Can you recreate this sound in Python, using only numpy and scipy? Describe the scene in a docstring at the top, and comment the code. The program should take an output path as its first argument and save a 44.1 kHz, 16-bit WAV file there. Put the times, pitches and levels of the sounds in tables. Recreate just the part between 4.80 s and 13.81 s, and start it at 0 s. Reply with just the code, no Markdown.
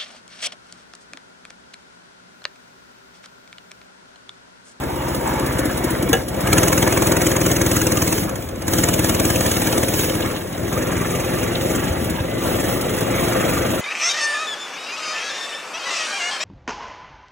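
"""A small single-cylinder four-stroke engine, heard close up from the handlebar: it idles, pulls and coasts on dirt.
Each firing thumps through the muffler as a sum of harmonics and blows a burst of hot gas, shaped from noise.
Casing, panels and hiss are noise swelling with the crank; the header pipe rings and the chain rasps.
Loose parts tick, hard firings pop, one steel part clanks at idle, and stones thud through the frame.
Two microphone ports a few centimetres apart hear the engine from one side."""
import sys
import numpy as np
from scipy import signal
from scipy.fft import rfft, irfft, next_fast_len
from scipy.io import wavfile
from scipy.ndimage import uniform_filter1d, map_coordinates

SR = 44100
rng = np.random.default_rng(int(sys.argv[2]) if len(sys.argv) > 2 else 0)


def wav_record(signal):
    """Record a signal, one row per channel, as 16-bit PCM in the file named by sys.argv[1]."""
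    frames = np.transpose(np.atleast_2d(signal))
    bounded = np.clip(frames, -1, 1)
    # unit amplitude maps onto the largest positive 16-bit level
    quanta = np.round(bounded * 32767).astype(np.int16)
    wavfile.write(sys.argv[1], SR, quanta)


def rack_gain(trim_db):
    """Turn a fader trim in dB into the linear factor to multiply a signal by."""
    fader = np.asarray(trim_db, float)
    return 10 ** (fader / 20)


N = 397281  # samples, about 9 s

# engine speed: start_s, firing_rate_hz
ENGINE_SPEED = [(0.0, 16.13), (1.67, 15.67), (1.72, 18.54), (1.85, 20.58), (2.48, 20.4), (3.38, 19),
                (3.48, 16.2), (3.73, 14.4), (3.92, 18.6), (3.97, 20), (4.1, 19.32), (5.17, 18.72),
                (5.8, 18.75), (5.86, 20.98), (6.89, 22), (7.13, 23.34), (7.33, 20.33), (7.49, 22.54),
                (8.05, 23.97), (8.1, 23.29), (9.01, 23.77)]
START_CYCLE = .32  # where in its cycle the engine is at the start
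# engine loudness and load; the level also dips for a moment after the clank: start_s, level_db, load (0-1)
LOUDNESS_AND_LOAD = [(0, -24, 0.2), (.7, -20.5, 0), (1.0, -21, 0.05), (1.28, -21.5, 0.03),
                     (1.37, -19.5, 0.1), (1.45, -26, 0), (1.63, -20.5, 0), (1.73, -17.5, 0.86),
                     (2.4, -19, 0.72), (3.36, -21, 0.86), (3.46, -23, 0.33), (3.75, -27.5, 0.3),
                     (3.84, -25.5, 0.82), (3.92, -20.5, 1), (4.98, -19.5, 0.6), (5.06, -21.5, 0.6),
                     (5.2, -21.5, 0.8), (5.3, -21.5, 0.54), (5.45, -21, 0.34), (5.52, -22.5, 0.36),
                     (5.65, -26.5, 0.08), (5.95, -21.5, 0.33), (7.02, -20.5, 0.18), (7.38, -23, 0.03),
                     (7.5, -23, 0), (7.68, -20, 0.2), (8.1, -20.5, 0.08), (8.6, -18, 0.19),
                     (9.01, -21, 0.16)]
# share of the low sound that repeats from cycle to cycle; coasting, bumps and speed lower it: start_s, share (0-1)
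STEADY_SHARE = [(0, .88), (2.6, .93), (3.38, .83), (3.5, .5), (3.82, .5), (3.92, .8), (5.5, .75),
                (5.65, .4), (5.9, .6), (7.05, .6), (7.15, .4), (7.45, .4), (7.6, .6), (9.01, .55)]

# each layer's level: over_engine_db, swing_db per dB of level, full_load_db, speed_db per extra firing a second
NOTE_LAW = (-7.5, 1.14, 2, -0.15)
CASING_LAW = (-3.5, 1.25, 0.5, 0.02)
WHIRR_LAW = (-9.5, 1.7, -0.5, -0.17)
BURST_LAW = (-19, 1.8, 17, -0.9)
HISS_LAW = (-11.5, 1.27, 6, 0.02)
USUAL_DB, USUAL_SPEED_HZ = -21, 19.5  # the level and firing rate around which those laws turn

# exhaust note idling, lugging, pulling and running: order (multiple of the firing rate), level_db
IDLE_ORDERS = [(2, -26), (3, -2), (4, 2), (5, 0.5), (6, -14), (7, -1), (8, 2.5), (9, 0), (10, -18),
               (11, -11.5), (12, -6), (13, -21), (14, -16), (15, -12.5), (16, -3.5), (17, -3.5), (18, -2.5),
               (19, -0.5), (20, -25), (21, -27), (22, -2), (23, -19), (24, -8)]
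LUG_ORDERS = [(1, -38), (2, -4), (3, -8.5), (4, -0.5), (5, -1.5), (6, 2), (7, -3), (8, -9), (9, -1),
              (10, -6), (11, -4), (12, -3.5), (13, -6.5), (14, -5), (15, -3), (16, -3), (17, -0.5),
              (18, -15), (19, -3), (20, -13), (21, -21), (22, -4), (23, -9.5), (24, -8)]
PULL_ORDERS = [(1, -34.5), (2, -8), (3, -2.5), (4, 0.5), (5, -1), (6, 4), (7, -4.5), (8, 2.5), (9, -5),
               (10, -7), (11, -7), (12, -18), (13, -2), (14, -6), (15, 2), (16, 2), (17, 6), (18, -1.5),
               (19, -1), (20, -1), (21, -28), (22, -32), (23, -34), (24, -30), (25, -4), (26, -4),
               (27, -26), (28, -3.5)]
RUN_ORDERS = [(1, -35), (2, 0.5), (3, -1), (4, -12), (5, 6.5), (6, 0), (7, -2), (8, 3), (9, -40), (10, -4),
              (11, -1), (12, 6), (13, -20), (14, -25), (15, 5.5), (16, -4.5), (17, -30), (18, -1), (19, -1),
              (20, 1), (21, -8), (22, 1), (23, -7), (24, -7.5)]
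# engine speed of each of those four notes: firing_rate_hz
NOTE_SPEEDS = [16.5, 19, 20.3, 22.5]
# how each note's wave leaves the exhaust: lag_cycles, late_cycles, start_rad, top swept order,
# smear_rad per order above the sixth
STROKES = [(1, .305, -2.4, 12, .06), (1.7, -.3, -1.8, 8, .12), (1.7, -.3, -2, 8, .08),
           (2.05, -.44, -2.4, 6, .3)]
PIPE_ECHO_CYCLES, PIPE_DIRECT = .27, .75  # the header pipe returns part of each stroke this much later
# muffler resonances: pitch_hz, width_hz, level_db
MUFFLER = [(44, 22, -14), (86.5, 26, -1), (116.6, 23.4, -2), (168.5, 21, -6.5)]

# engine casing resonances: pitch_hz, width_hz, level_db
CASING = [(172.6, 54, -5), (253.4, 63, -6.5), (320.1, 36.2, 1), (353, 93, -3.5), (529.8, 38, -4),
          (603.6, 39.5, -3.5), (653, 188, -8.5)]
# panels that ring when slow: pitch_hz, width_hz, level_db
PANELS = [(890, 160, 2.5), (1233, 355, 3), (1390, 173, 4.5), (1703, 146, 0.5), (1916, 100, 0),
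          (2203, 250, -2.5), (2896, 98, -5), (3200, 550, -13.5), (3880, 53, -15)]
# guards that ring at speed: pitch_hz, width_hz, level_db
GUARDS = [(828, 130, 0), (1182, 114, 3), (1390, 107, 2), (1634, 194, -2), (1980, 240, 0), (2370, 410, -3.5),
          (2740, 510, -5), (3340, 180, -5.5), (3790, 250, -9)]

# colour of the gas burst: pitch_hz, level_db per Hz
BURST_COLOUR = [(250, -47), (500, 14), (1200, -4.5), (2800, -10), (4700, -4), (5800, -1.5), (6400, -7),
                (7000, 3), (8500, 3.5), (9600, 0.5), (11000, -3.5), (16000, -5)]
# brief whistle of each blow in the outlet: pitch_hz, width_hz, level_db
TAILPIPE = [(6320, 350, 4.5), (7650, 260, -10.5)]
# strength of that whistle: start_s, level_db over the blow
WHISTLE_LEVEL = [(1.6, -21), (1.8, -6), (2.3, -9), (2.8, -3), (3.4, -5.5), (3.9, -9.5), (5.3, -7.5),
                 (5.8, -5), (7, -8)]
# rough notes within each blow: start_s, middle pitch_hz, spread_octaves, level_db over the blow
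BARK = [(0, 2240, 0.34, -13), (1.7, 2387, 0.47, -6.5), (3.4, 2491, 0.41, -7.5), (3.9, 2806, 0.47, -9),
        (5.4, 2900, 0.46, -4.5), (5.9, 2097, .25, -2), (7.1, 2107, 0.34, -4), (9.01, 2106, 0.43, -2.5)]
# colour of the steady hiss: pitch_hz, level_db per Hz
HISS_COLOUR = [(1500, -16), (3000, -3), (4800, -3.5), (6300, -2.5), (9000, -0.5), (11000, -1.5),
               (13500, -2.5), (14500, -2), (16000, 1.5)]
# the steady hiss swells and fades, strongest near 3.4 s and 5.2 s: start_s, added level_db
HISS_SWELL = [(1.6, 1), (1.75, 0), (2.5, 0), (3.0, 2), (3.42, 5), (3.47, 2), (3.86, -5), (3.91, 1.5),
              (4.5, 4), (5.2, 6), (5.32, 2), (5.9, 0.5), (7, 0), (9.01, 0)]

# header pipe, ringing on from one firing to the next: pitch_hz, width_hz, level_db
HEADER = [(306, 15.5, -4), (340, 16.5, 1), (519.6, 24, -2.5)]
# strength of the header ring: start_s, level_db
HEADER_LEVEL = [(1.66, -40), (1.75, -30), (2.6, -31), (3.4, -34), (3.5, -53), (3.88, -43), (4.0, -44),
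                (5.3, -29), (5.6, -47), (6.0, -35), (9.01, -40)]
# ticks of loose parts: start_s, nominal peak level_db
TICKS = [(0.283, -37), (0.347, -31.5), (0.595, -36), (0.661, -31), (0.724, -37), (0.789, -28), (0.853, -31),
         (0.976, -34), (1.04, -29), (1.104, -29.5), (1.17, -43), (1.224, -30.5), (1.29, -30),
         (1.482, -32.5), (1.605, -30), (7.241, -34), (7.2967, -30.5), (7.4394, -51), (8.01, -28.5),
         (8.1638, -34), (8.2057, -29.5)]
# colour of a tick: pitch_hz, level_db per Hz
TICK_COLOUR = [(1500, -25), (3000, -6), (6300, -6), (8000, -3.5), (10500, -0.5), (12500, -6), (16000, -4)]
# hard firings at low speed that make the casing pop: start_s, nominal peak level_db
POPS = [(0.666, -15), (0.792, -13), (0.856, -8.5), (0.98, -17), (1.046, -12), (1.109, -11.5), (1.23, -13),
        (1.297, -8), (3.882, -12), (3.934, -16)]
# the casing note of a pop: pitch_hz, width_hz, level_db
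POP_NOTE = [(303, 52, 4)]
# the clank: start_s, nominal peak level_db
CLANK = [(1.3295, 3)]
# rings of the struck steel: pitch_hz, level_db, t60_s
STEEL = [(468, 1, 0.14), (560, -6, 0.1), (764, -4, 0.15), (1350, -9, 0.08), (1653, -3, 0.13),
         (1744, -7, 0.13), (2250, -11, 0.07), (2681, -12, 0.1), (2918, -7, 0.12), (3456, -5, 0.06),
         (3900, -11, 0.05), (5300, -9, 0.03), (6120, -9, 0.06), (6550, 4, 0.022), (7400, -5, 0.025)]
# stones under the wheels: start_s, nominal peak level_db
BUMPS = [(1.678, -16), (5.001, -15), (6.909, -26), (6.946, -23.5), (7.104, -10), (7.184, -14.5),
         (7.22, -15.5), (7.269, -24), (7.311, -19), (7.403, -13), (7.485, -24.5)]
# thud of the frame: pitch_hz, width_hz, level_db
FRAME = [(78, 22, 3.5), (130, 56, 0), (190, 62, -18)]
# links on the sprockets: pitch_hz, width_hz, level_db
CHAIN = [(2900, 330, 3.5), (3430, 370, 1), (3800, 320, 4)]
# the chain rasps as the bike rolls: start_s, level_db
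CHAIN_LEVEL = [(3.5, -73), (3.95, -40), (5.4, -38.5), (5.7, -45), (6.1, -46), (7.4, -43), (9.01, -46)]

# likeness of noise in the left and right channels: pitch_hz, likeness (0-1)
STEREO_LIKENESS = [(40, 0.46), (100, 0.89), (400, 0.78), (600, 0.59), (900, 0.39), (2000, 0.93),
                   (3000, 0.098), (4000, 0.69)]
BETWEEN_LIKENESS = .49  # likeness between the treble bands that are purely mid or side
# stereo phase by pitch; treble bands are purely mid or side: pitch_hz, left over right phase in half turns
STEREO_PHASE = [(0, 0), (300, -.1), (550, -.33), (690, -.45), (1030, -.38), (1500, 0), (2000, .29),
                (3000, .16), (4250, 1), (5200, 1), (6300, 2), (7250, 2), (8400, 3), (9450, 3), (10500, 4),
                (11600, 4), (12500, 5), (13700, 5), (14750, 6)]
# stereo level by pitch: pitch_hz, left over right level_db
LEFT_LOUDER = [(60, .8), (120, 1.2), (240, 2.5), (480, 3), (950, -1), (1890, -.5), (3500, -1), (4200, 0)]
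TOP_HZ = 15800  # band limit of the microphone signal


def unit(x):
    """Scaled to rms 1."""
    return x / np.sqrt(np.mean(x ** 2) + 1e-20)


def along(points, hz):
    """(Hz, value) points read on a log frequency axis."""
    f, v = np.transpose(points)
    return np.interp(np.log(hz + 1), np.log(f + 1), v)


def curves(rows):
    """One value per sample for each column after the time."""
    s, *cols = np.transpose(rows)
    return [np.interp(np.arange(N) / SR, s, c) for c in cols]


def wobble(rate):
    """A smooth random curve with rate knots a second."""
    knots = rng.standard_normal(int(N * rate / SR) + 4)
    return map_coordinates(knots, [np.arange(N) * rate / SR])


def filtered(x, response):
    """x shaped by a complex response of frequency."""
    m = next_fast_len(N + SR // 2)
    return irfft(rfft(x, m) * response(np.fft.rfftfreq(m, 1 / SR)), m)[..., :N]


def coloured(x, points):
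    """x shaped by a (Hz, dB) spectrum."""
    return filtered(x, lambda hz: rack_gain(along(points, hz)))


def resonant(modes):
    """Causal response of a few damped resonances, with alternating signs."""
    def response(f):
        return sum((-1) ** k * rack_gain(db) * 1j * f * w / (c * c - f * f + 1j * f * w)
                   for k, (c, w, db) in enumerate(modes))
    return response


def blend(modes, excitation):
    """An excitation through resonances, at rms 1."""
    return unit(filtered(excitation, resonant(modes)))


def noise():
    """White noise in two channels, alike in part: a shared mid and an opposed side."""
    def response(hz):
        settled = np.interp(hz, *np.transpose(STEREO_PHASE)) % 1 == 0
        treble = np.where(settled, 1, BETWEEN_LIKENESS)
        likeness = np.where(hz < 4250, along(STEREO_LIKENESS, hz), treble)
        turn = np.arccos(np.clip(likeness, 0, 1)) / 2
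        return np.array([np.cos(turn), np.sin(turn)])
    mid, side = filtered(rng.standard_normal((2, N)), response)
    return np.array([mid + side, mid - side])


def patchy(x, depth_db, count=3):
    """Random gain in narrow, short patches: a colour lasts about count frames."""
    z = signal.stft(x, nperseg=512)[2]
    field = rng.standard_normal(z.shape[-2:])
    field = uniform_filter1d(field, size=1 + (count < 5), axis=0)
    field = uniform_filter1d(field, size=count, axis=1)
    return signal.istft(z * rack_gain(depth_db * unit(field)), nperseg=512)[1][..., :N]


def crank():
    """Firings so far at every sample: the running sum of engine speed."""
    return START_CYCLE + np.cumsum(curves(ENGINE_SPEED)[0]) / SR


def pulses(cycle, offset, scatter_db, jitter_s):
    """One impulse a cycle, each of its own size and a little early or late."""
    beat = np.flatnonzero(np.diff(np.floor(cycle - offset)))
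    size, late = rng.standard_normal((200, 2))[:len(beat)].T
    at = np.clip(beat + np.round(late * jitter_s * SR).astype(int), 0, N - 1)
    return np.bincount(at, rack_gain(scatter_db * size), N)


def hits(rows, gain_db):
    """One impulse at each listed time, raised by gain_db."""
    s, db = np.transpose(rows)
    return np.bincount(np.round(s * SR).astype(int), rack_gain(db + gain_db), N)


def puff(train, rise_s, fall_s):
    """Each impulse drawn out to a quick swell and a slower fade."""
    t = np.arange(SR // 10) / SR
    return signal.fftconvolve(train, (1 - np.exp(-t / rise_s)) * np.exp(-t / fall_s))[:N]


def layer_db(law, level_db, load):
    """A layer's level follows engine level, load and speed."""
    over_db, swing, load_db, speed_db = law
    faster = curves(ENGINE_SPEED)[0] - USUAL_SPEED_HZ
    return USUAL_DB + over_db + swing * (level_db - USUAL_DB) + load_db * load + speed_db * faster


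def note(orders, cycle, lag, late, start, top, smear):
    """One exhaust cycle, repeated: the muffler delays low order k by lag / k cycles; high orders scatter."""
    k, db = np.transpose(orders)
    low = np.minimum(k, top)
    phase = start - 2 * np.pi * (lag * np.log(low) + late * low)
    phase = phase + smear * np.maximum(k - 6, 0) * rng.standard_normal(len(k))
    # the pipe's echo turns the phase of the orders above the eighth
    echo = np.exp(-2j * np.pi * k * PIPE_ECHO_CYCLES)
    phase = phase + (k > 8) * np.angle((PIPE_DIRECT + echo) / (1 + PIPE_DIRECT * echo))
    turn = np.arange(1025) / 1024
    wave = rack_gain(db) @ np.cos(2 * np.pi * np.outer(k, turn) + phase[:, None])
    low_rms = np.sqrt(np.sum(rack_gain(db[k <= 8]) ** 2) / 2)
    return np.interp(cycle % 1, turn, wave / low_rms)


def exhaust(cycle, steady):
    """The note changes colour with speed; idling, the deep thump comes half a cycle after the firing."""
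    speed = uniform_filter1d(np.gradient(cycle) * SR, size=SR // 8, mode="nearest")
    shaky = cycle + .003 * wobble(20) + .012 * (1 - steady) * wobble(8)
    tone = 0
    all_orders = IDLE_ORDERS, LUG_ORDERS, PULL_ORDERS, RUN_ORDERS
    for orders, stroke, row in zip(all_orders, STROKES, np.eye(4)):
        share = np.interp(speed, NOTE_SPEEDS, row)
        tone = tone + np.sqrt(share) * note(orders, shaky, *stroke)
    rumble = blend(MUFFLER, noise())
    return np.sqrt(steady) * tone * rack_gain(1.1 * wobble(24)) + np.sqrt(1 - steady) * rumble


def valve_clack(cycle, offset):
    """The valves clack at their own place in each cycle: a short swell of uneven size."""
    return puff(pulses(cycle, offset, scatter_db=3, jitter_s=.001), rise_s=.003, fall_s=.004)


def casing_roar(cycle, load, knock):
    """Casing resonances driven by noise that swells with each firing and valve clack."""
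    beat = 1 - .12 * load + .55 * knock + .73 * load * valve_clack(cycle, .1)
    return blend(CASING, patchy(noise() * rack_gain(.88 * wobble(40)) * beat, depth_db=2.5))


def panel_whirr(cycle, load, knock, fast):
    """Panels when slow, guards at speed, rung by noise that beats with the crank."""
    beat = 1 - .21 * load + 4.2 * load * knock + .22 * knock + 1.6 * valve_clack(cycle, -.356)
    uneven = rack_gain(.7 * wobble(150) + 1.16 * (1 - load) * wobble(10))
    rattle = patchy(noise() * uneven * beat, depth_db=3.5, count=10)
    whirr = np.sqrt(1 - fast) * blend(PANELS, rattle) + np.sqrt(fast) * blend(GUARDS, rattle)
    # at the start the idling frame buzzes near its lowest panel note
    fade = np.interp(np.arange(N) / SR, [.5, .85], [1.2, 0])
    return whirr + blend(PANELS[:1], noise() * rack_gain(3 * wobble(25))) * fade


def bark(cycle, swell):
    """Six short rough notes a firing, drawn anew each time around the middle pitch."""
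    middle_hz, octaves, db = curves(BARK)
    draws = rng.standard_normal((200, 2, 6))
    pitch, size = draws[np.floor(cycle - .35).astype(int)].transpose(1, 2, 0)
    hz = middle_hz * 2 ** (octaves * np.clip(pitch, -1.8, 1.8) + .04 * wobble(300))
    tones = rack_gain(2.2 * size) * np.sin(2 * np.pi * np.cumsum(hz, axis=1) / SR)
    return rack_gain(db) * unit(tones.sum(axis=0) * swell)


def gas_burst(cycle, load, fast):
    """Hot gas leaves in turbulent blows, each with an outlet whistle and a bark."""
    # the blows are less even at low load
    blows = pulses(cycle, -.155, scatter_db=.9, jitter_s=.001) * rack_gain(3 * (1 - load) * wobble(16))
    swell = puff(puff(blows, rise_s=.002, fall_s=.0016), rise_s=.003, fall_s=.0036)
    # the valve cracks open a moment before the blow; at speed the gas trails on after it
    trail = .004 * fast * puff(swell, rise_s=.002, fall_s=.012)
    swell = swell * (1 - .3 * fast) + 8 * load * valve_clack(cycle, -.27) + trail
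    blow = unit(coloured(patchy(noise() * swell, depth_db=5), BURST_COLOUR))
    whistle = rack_gain(curves(WHISTLE_LEVEL)[0]) * blend(TAILPIPE, noise() * swell)
    return blow + whistle + bark(cycle, swell)


def steady_hiss(cycle, load, knock):
    """Broad noise that lasts through the cycle, stirred by loaded firings and light-load clacks."""
    beat = 1 + .78 * load * knock + 1.1 * (1 - load) * valve_clack(cycle, .17)
    uneven = rack_gain(1.5 * wobble(14) + .7 * wobble(8))
    return unit(coloured(patchy(noise() * uneven * beat, depth_db=3.6, count=8), HISS_COLOUR))


def engine():
    """Exhaust note, casing, panels, gas and hiss, all beating with the crank."""
    (level_db, load), (steady,), cycle = curves(LOUDNESS_AND_LOAD), curves(STEADY_SHARE), crank()
    load = np.clip(load, 0, 1)
    fast = np.interp(curves(ENGINE_SPEED)[0], [20.6, 21.4], [0, 1])  # firings a second
    # every firing shakes the metal harder for a moment
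    knock = puff(pulses(cycle, -.17, scatter_db=1.5, jitter_s=.001), rise_s=.004, fall_s=.0055)

    def gain(law, extra_db=0):
        return rack_gain(layer_db(law, level_db, load) + extra_db)
    mix = gain(NOTE_LAW) * exhaust(cycle, steady)
    mix = mix + gain(CASING_LAW) * casing_roar(cycle, load, knock)
    mix = mix + gain(WHIRR_LAW) * panel_whirr(cycle, load, knock, fast)
    mix = mix + gain(BURST_LAW) * gas_burst(cycle, load, fast)
    return mix + gain(HISS_LAW, curves(HISS_SWELL)[0]) * steady_hiss(cycle, load, knock)


def header():
    """Regular firings keep the pipe's narrow resonances sounding."""
    firings = pulses(crank(), -.1, scatter_db=1.5, jitter_s=.0002)
    return rack_gain(curves(HEADER_LEVEL)[0]) * blend(HEADER, firings)


def ticks():
    """Loose parts rattle in short bright puffs of noise."""
    return coloured(noise() * puff(hits(TICKS, 16.5), rise_s=.002, fall_s=.009), TICK_COLOUR)


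def pops():
    """Each hard firing rings one casing note briefly."""
    return filtered(puff(hits(POPS, 22), rise_s=.00083, fall_s=.00083), resonant(POP_NOTE))


def clank():
    """A steel part struck once: a crack, a rattle of the bodywork and short rings."""
    out, t = np.zeros(N + SR), np.arange(SR // 3) / SR
    for s, db in CLANK:
        ring = sum(rack_gain(level - 60 * t / t60) * np.sin(2 * np.pi * hz * t) for hz, level, t60 in STEEL)
        crack = .9 * rack_gain(-60 * t / .05) * rng.standard_normal(len(t))
        rattle = np.pad(rack_gain(-60 * t / .12) * rng.standard_normal(len(t)), (0, N - len(t)))
        bodywork = rack_gain(-5) * filtered(rattle, resonant(CASING + PANELS))[:len(t)]
        onset = 1 - np.exp(-t / .0012)
        out[round(s * SR):][:len(t)] += rack_gain(db - 12.5) * (ring + crack + bodywork) * onset
    return out[:N]


def bumps():
    """Stones under the wheels thud dully through the frame's resonances."""
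    return filtered(puff(hits(BUMPS, 15), rise_s=.0016, fall_s=.0019), resonant(FRAME))


def chain():
    """A rough, uneven rasp of links on the sprockets: flickering noise through resonances."""
    rasp = noise() * rack_gain(7.3 * wobble(90) + 2.4 * wobble(12))
    return rack_gain(curves(CHAIN_LEVEL)[0]) * blend(CHAIN, rasp)


def scene():
    """Everything that the two ports hear, before their stereo phase and level."""
    return engine() + header() + ticks() + pops() + clank() + bumps() + chain()


def top_cut(x):
    """Nothing passes above the cut-off."""
    return signal.sosfilt(signal.butter(12, 17100, fs=SR, output="sos"), x)


def record(dry):
    """Left and right differ in phase and level by pitch; no deep bass, nothing above the band limit."""
    def stereo(hz):
        # each channel takes half of the difference
        half_turns = np.interp(hz, *np.transpose(STEREO_PHASE))
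        half = rack_gain(along(LEFT_LOUDER, hz) / 2) * np.exp(.5j * np.pi * half_turns)
        bass_cut = np.sqrt(1 + (45 / (hz + 1)) ** 6)
        return np.array([half, 1 / half]) / bass_cut
    wet = filtered(dry, stereo)
    # the preamplifier rounds off the tallest peaks
    wet = wet / (1 + np.abs(wet / .95) ** 6) ** (1 / 6)
    wet = filtered(wet, lambda hz: hz < TOP_HZ)
    return top_cut(wet)


dry = scene()
out = record(dry)
wav_record(out)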